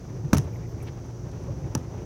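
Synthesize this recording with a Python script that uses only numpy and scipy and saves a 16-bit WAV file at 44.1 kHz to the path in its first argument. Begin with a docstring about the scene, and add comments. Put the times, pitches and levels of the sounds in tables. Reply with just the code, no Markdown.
"""Tyres rumble through the body over a low engine drone, heard from the front seat of a car crawling
along a dirt track. A thin steady hiss lies under it all, with a few low soft thuds.
Two jolts knock hard plastic close to the microphone, ringing a panel; the first one chatters on.
The trim rubs in creaks and ticks, and a faint, very high squeal comes and goes."""
import sys
import numpy as np
from scipy.fft import rfft, irfft, next_fast_len
from scipy.io import wavfile
from scipy.ndimage import map_coordinates

SR = 44100
rng = np.random.default_rng(int(sys.argv[2]) if len(sys.argv) > 2 else 0)


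def to_wav(s):
    """Save 16-bit WAV."""
    ch = np.atleast_2d(s).T  # columns
    pcm = np.round(np.clip(ch, -1, 1) * 32767)  # PCM
    wavfile.write(sys.argv[1], SR, pcm.astype(np.int16))


N = 90404

# engine at a crawl: t/s, firing rate/Hz, level/dB
ENGINE_RUN = [(0, 59.55, -42.5), (.25, 60.91, -41), (.55, 57.84, -37.5), (.95, 57, -39),
              (1.35, 60.99, -37.5), (1.65, 55.93, -47.5), (2.05, 58.94, -37)]
# engine orders: multiple of the firing rate, relative level/dB
ENGINE_ORDERS = [(1, -17), (1.5, -10), (2, -3.5), (2.5, -11), (3, -14), (4.5, -15.5), (6, -15.5)]
# roughness of the track: t/s, rumble level/dB, grit level/dB
TRACK_ROUGHNESS = [(0, -40, -49), (.25, -35, -48), (.5, -35, -46), (.7, -36, -48.5), (.9, -37, -46.5),
                   (1.15, -40.5, -49), (1.45, -35, -46.5), (1.62, -33, -48), (1.88, -36.5, -45.5),
                   (2.05, -36.5, -46.5)]
# tyre rumble through the body: f/Hz, relative level/dB
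RUMBLE_SPECTRUM = [(18, -63), (30, -6), (42, -6.5), (62, -1.5), (85, -4.5), (125, 1), (165, -6.5),
                   (215, -13.5), (350, -13), (480, -21), (800, -33), (2000, -83)]
# grit under the tyres, from inside: f/Hz, relative level/dB
GRIT_SPECTRUM = [(150, -6), (380, 5), (570, 0.5), (680, -3.5), (850, -2.5), (1100, -8.5), (1500, -13.5),
                 (2300, -19), (3500, -25), (8000, -40)]
# background hiss: f/Hz, relative level/dB
HISS_SPECTRUM = [(1000, -14), (3500, -17.5), (4800, -7), (5500, -2.5), (5900, 3.5), (6400, -2.5),
                 (7200, -12), (8400, -20), (12000, -22.5), (15500, -21.5)]
# low soft thuds: t/s, level/dB, f/Hz, length/s
LOW_THUDS = [(.228, -21, 140, .05), (.345, -23.5, 77.3, 0.065), (0.378, -19, 126, 0.038),
             (0.418, -29.5, 85.2, 0.1), (1.498, -22.5, 111, 0.025), (1.762, -20.5, 118, 0.024)]
# hard plastic contacts: t/s, level/dB, t60/s, tilt/(dB per octave)
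PLASTIC_CLICKS = [(0.3311, -14.5, 0.032, -2.6), (0.3328, -17.5, 0.0033, 10), (.340, -26.5, 0.018, 17),
                  (.346, -21, 0.039, -3.5), (0.35, -32, .008, -.5), (0.3682, -28.5, 0.034, -2.5),
                  (.373, -23, 0.0084, 1.5), (0.3778, -34, 0.016, 10), (0.3823, -18.5, 0.0083, 1.5),
                  (0.387, -42.5, 0.2, -1.5), (1.75, -27.5, 0.0083, -0.5), (1.751, -22.5, 0.017, 0),
                  (1.776, -47.5, 0.076, -1)]
# one plastic contact before its tilt: f/Hz, relative level/dB
CLICK_SPECTRUM = [(300, 7.5), (1000, 1.5), (1600, 2.5), (2200, 0.5), (3000, -3), (4000, -4.5), (5200, -1),
                  (5900, 10), (6500, 2.5), (7300, -6.5), (11000, -6.5), (13500, -12), (15500, -12)]
# blows on the panel: t/s, thud level/dB, contact time/ms, boom level/dB, f the struck spot favours/Hz
PANEL_KNOCKS = [(0.3318, -9.5, 0.59, -27, 1190), (.3525, -18, 2.5, -29.5, 142),
                (0.3724, -36, 1.2, -36, 140), (0.381, -26, 0.26, -40, 420), (1.7513, -21.5, 0.21, -34, 904)]
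# modes of the panel: f/Hz, relative level/dB, t60/s
PANEL_MODES = [(98.6, -15, 0.34), (139.3, -8.5, 0.21), (174.3, 3.5, 0.069), (219.7, 1, 0.049),
               (270, -10.5, 0.072), (293, -7, 0.12), (355, -13, 0.11), (414.6, -19, 0.29),
               (500, -16.5, 0.065), (566, -16.5, 0.075), (876, -17.5, 0.036), (900, -13, 0.032),
               (1143, -19.5, 0.052), (1312, -19, .051), (1783, -20.5, 0.064)]
# the cabin's answer to a knock: f/Hz, relative level/dB
BOOM_SPECTRUM = [(30, -39), (60, 5), (130, -5.5), (220, 6), (400, -9.5), (700, -11.5), (1500, -24.5),
                 (3000, -29), (8000, -52.5)]
# rubbing trim: t/s, length/s, level/dB, centre f/Hz, half-width/octaves
TRIM_CREAKS = [(0.432, .022, -65, 8600, 0.23), (.53, 0.017, -56, 2250, 0.1),
               (0.554, 0.013, -53, 2150, 0.15), (0.612, 0.065, -57, 2130, .22),
               (0.781, 0.06, -58.5, 2320, 0.2), (0.819, .026, -56, 9800, 0.41),
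               (0.851, 0.058, -48, 1780, 0.81), (0.86, 0.04, -55, 3600, .3), (1.054, .018, -67, 9000, .7),
               (1.308, 0.019, -56, 4500, 0.64), (1.43, .014, -68, 9800, .15),
               (1.47, 0.046, -42.5, 565, 0.11), (1.471, 0.033, -51, 1139, 0.15),
               (1.629, 0.026, -56.5, 2170, 0.16), (1.654, .022, -60, 2160, 0.16),
               (1.965, 0.051, -60, 2330, 0.26)]
# spells of squealing: t/s, length/s, level/dB
SQUEAL_SPELLS = [(.48, 0.14, -67), (.64, .13, -66), (0.806, 0.076, -63)]


def amp(db):
    """Decibels to gain."""
    return 10 ** (np.asarray(db) / 20)


def unit(x):
    """Scale to rms 1."""
    return x / np.sqrt(np.mean(x ** 2) + 1e-20)


def curves(rows):
    """One value per sample for each column after the time."""
    s, *cols = np.transpose(rows)
    return [np.interp(np.arange(N) / SR, s, c) for c in cols]


def wobble(rate):
    """A smooth random curve, rate knots a second."""
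    return map_coordinates(rng.standard_normal(int(N * rate / SR) + 4), [np.arange(N) * rate / SR])


def filtered(x, response):
    """x times a gain that depends on frequency."""
    m = next_fast_len(len(x) + SR // 4)
    return irfft(rfft(x, m) * response(np.fft.rfftfreq(m, 1 / SR)), m)[:len(x)]


def noise(spectrum):
    """Noise of rms 1 coloured by (f/Hz, level/dB) points."""
    f, db = np.transpose(spectrum)
    white = rng.standard_normal(N)
    return unit(filtered(white, lambda hz: amp(np.interp(np.log(hz + 1), np.log(f), db))))


def strike(t, rise, t60):
    """A fast rise and an exponential decay."""
    return (1 - np.exp(-t / rise)) * np.exp(-np.log(1000) * t / t60)


def since(s):
    """Seconds since s, zero before it."""
    return np.maximum(np.arange(N) / SR - s, 0)


def swell(s, length):
    """One smooth rise and fall."""
    return np.sin(np.pi * np.minimum(since(s) / length, 1)) ** 2


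def engine(waver_db=1.8):
    """The engine drones in the cabin on low orders of its firing rate, each wavering on its own."""
    firing_hz, level_db = curves(ENGINE_RUN)
    firings = np.cumsum(firing_hz) / SR
    drone = np.zeros(N)
    for order, order_db in ENGINE_ORDERS:
        gain = amp(level_db + order_db + waver_db * wobble(8.29))
        drone += gain * np.sin(2 * np.pi * (order * firings + rng.random()))
    return np.sqrt(2) * drone


def tyres(jolt_db=0.9, crunch_db=2.0):
    """Tyres on dirt, heard through the body: a low rumble and a muffled crunch of grit."""
    rumble_db, grit_db = curves(TRACK_ROUGHNESS)
    rumble = amp(rumble_db + jolt_db * wobble(18)) * noise(RUMBLE_SPECTRUM)
    grit = amp(grit_db + crunch_db * wobble(60.14)) * noise(GRIT_SPECTRUM)
    return rumble + grit


def hiss(level_db=-59.5):
    """A thin steady hiss in the background."""
    return amp(level_db) * noise(HISS_SPECTRUM)


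def low_thuds():
    """Low soft thuds of a few cycles each, some alone and some under the knocks."""
    return sum(amp(db) * swell(start, length) * np.sin(2 * np.pi * hz * since(start))
               for start, db, hz, length in LOW_THUDS)


def plastic_clicks(rise_s=0.00021, grain_db=3, grains_per_s=1500):
    """Loose plastic close to the microphone chatters at the jolts, in gritty cracks."""
    out = np.zeros(N)
    for start, db, t60, tilt in PLASTIC_CLICKS:
        spectrum = [(hz, level + tilt * np.log2(hz)) for hz, level in CLICK_SPECTRUM]
        crack = unit(noise(spectrum) * amp(grain_db * wobble(grains_per_s)))
        out += amp(db) * strike(since(start), rise_s, t60) * crack
    return out


def contact_gain(hz, contact_ms):
    """The longer a contact lasts, the less it drives the high frequencies."""
    return 1 / np.hypot(1, 2 * hz * contact_ms / 1000)


def panel_knocks(push_db=2.5, push_s=0.00271, favour_db=9, favour_octaves=0.17, scatter_db=1):
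    """Close by, each blow pushes the air once and rings the panel; the cabin booms briefly around it."""
    out = np.zeros(N)
    for start, thud_db, contact_ms, boom_db, favoured_hz in PANEL_KNOCKS:
        t = since(start)
        pressure_swing = np.sin(2 * np.pi * np.minimum(t / push_s, 1))
        out -= amp(thud_db + push_db) * contact_gain(1 / push_s, contact_ms) * pressure_swing
        for hz, mode_db, t60 in PANEL_MODES:
            travel_s = 0.00188 * (1000 / hz) ** 0.28  # lower bending waves cross the panel later
            ring_t = since(start + travel_s)
            spot_db = favour_db * np.exp(-(np.log2(hz / favoured_hz) / favour_octaves) ** 2)
            ring_db = thud_db + mode_db + spot_db + scatter_db * rng.standard_normal()
            ring = strike(ring_t, rise=0.0015, t60=t60) * np.sin(2 * np.pi * hz * ring_t)
            out -= amp(ring_db) * contact_gain(hz, contact_ms) * ring
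        out += amp(boom_db) * strike(t, rise=0.0032, t60=0.22) * noise(BOOM_SPECTRUM)
    return out


def trim_creaks(slip_db=2.5, slips_per_s=700):
    """Cabin trim rubs in short grainy bursts, each around its own resonance."""
    out = np.zeros(N)
    for start, length, db, centre_hz, half_width in TRIM_CREAKS:
        slips = rng.standard_normal(N) * amp(slip_db * wobble(slips_per_s))
        resonance = lambda hz: 1 / (1 + (np.log2((hz + 1) / centre_hz) / half_width / 2) ** 2) ** 3
        out += amp(db) * swell(start, length) * unit(filtered(slips, resonance))
    return out


def squeal(pitch_hz=14430, waver_hz=55, flutter_db=3):
    """A faint fluttering whistle in short spells, perhaps a rubbing brake."""
    hz = pitch_hz + waver_hz * wobble(150)
    spells = sum(amp(db) * swell(start, length) for start, length, db in SQUEAL_SPELLS)
    flutter = amp(flutter_db * wobble(70))
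    return spells * flutter * np.sin(2 * np.pi * np.cumsum(hz) / SR)


def scene():
    """The cabin from the front seat, in mono."""
    bed = engine() + tyres() + hiss()
    impacts = low_thuds() + plastic_clicks() + panel_knocks()
    return (bed + impacts + trim_creaks() + squeal())[None]


def record(dry, low_cut_hz=45, top_hz=15900, fade_hz=200):
    """The microphone drops the deepest bass and fades to nothing just above its band limit."""
    thinned = filtered(dry[0], lambda hz: 1 / np.hypot(1, (low_cut_hz / (hz + 1)) ** 6))
    return filtered(thinned, lambda hz: np.clip((top_hz - hz) / fade_hz + 1, 0, 1))[None]


dry = scene()
out = record(dry)
to_wav(out)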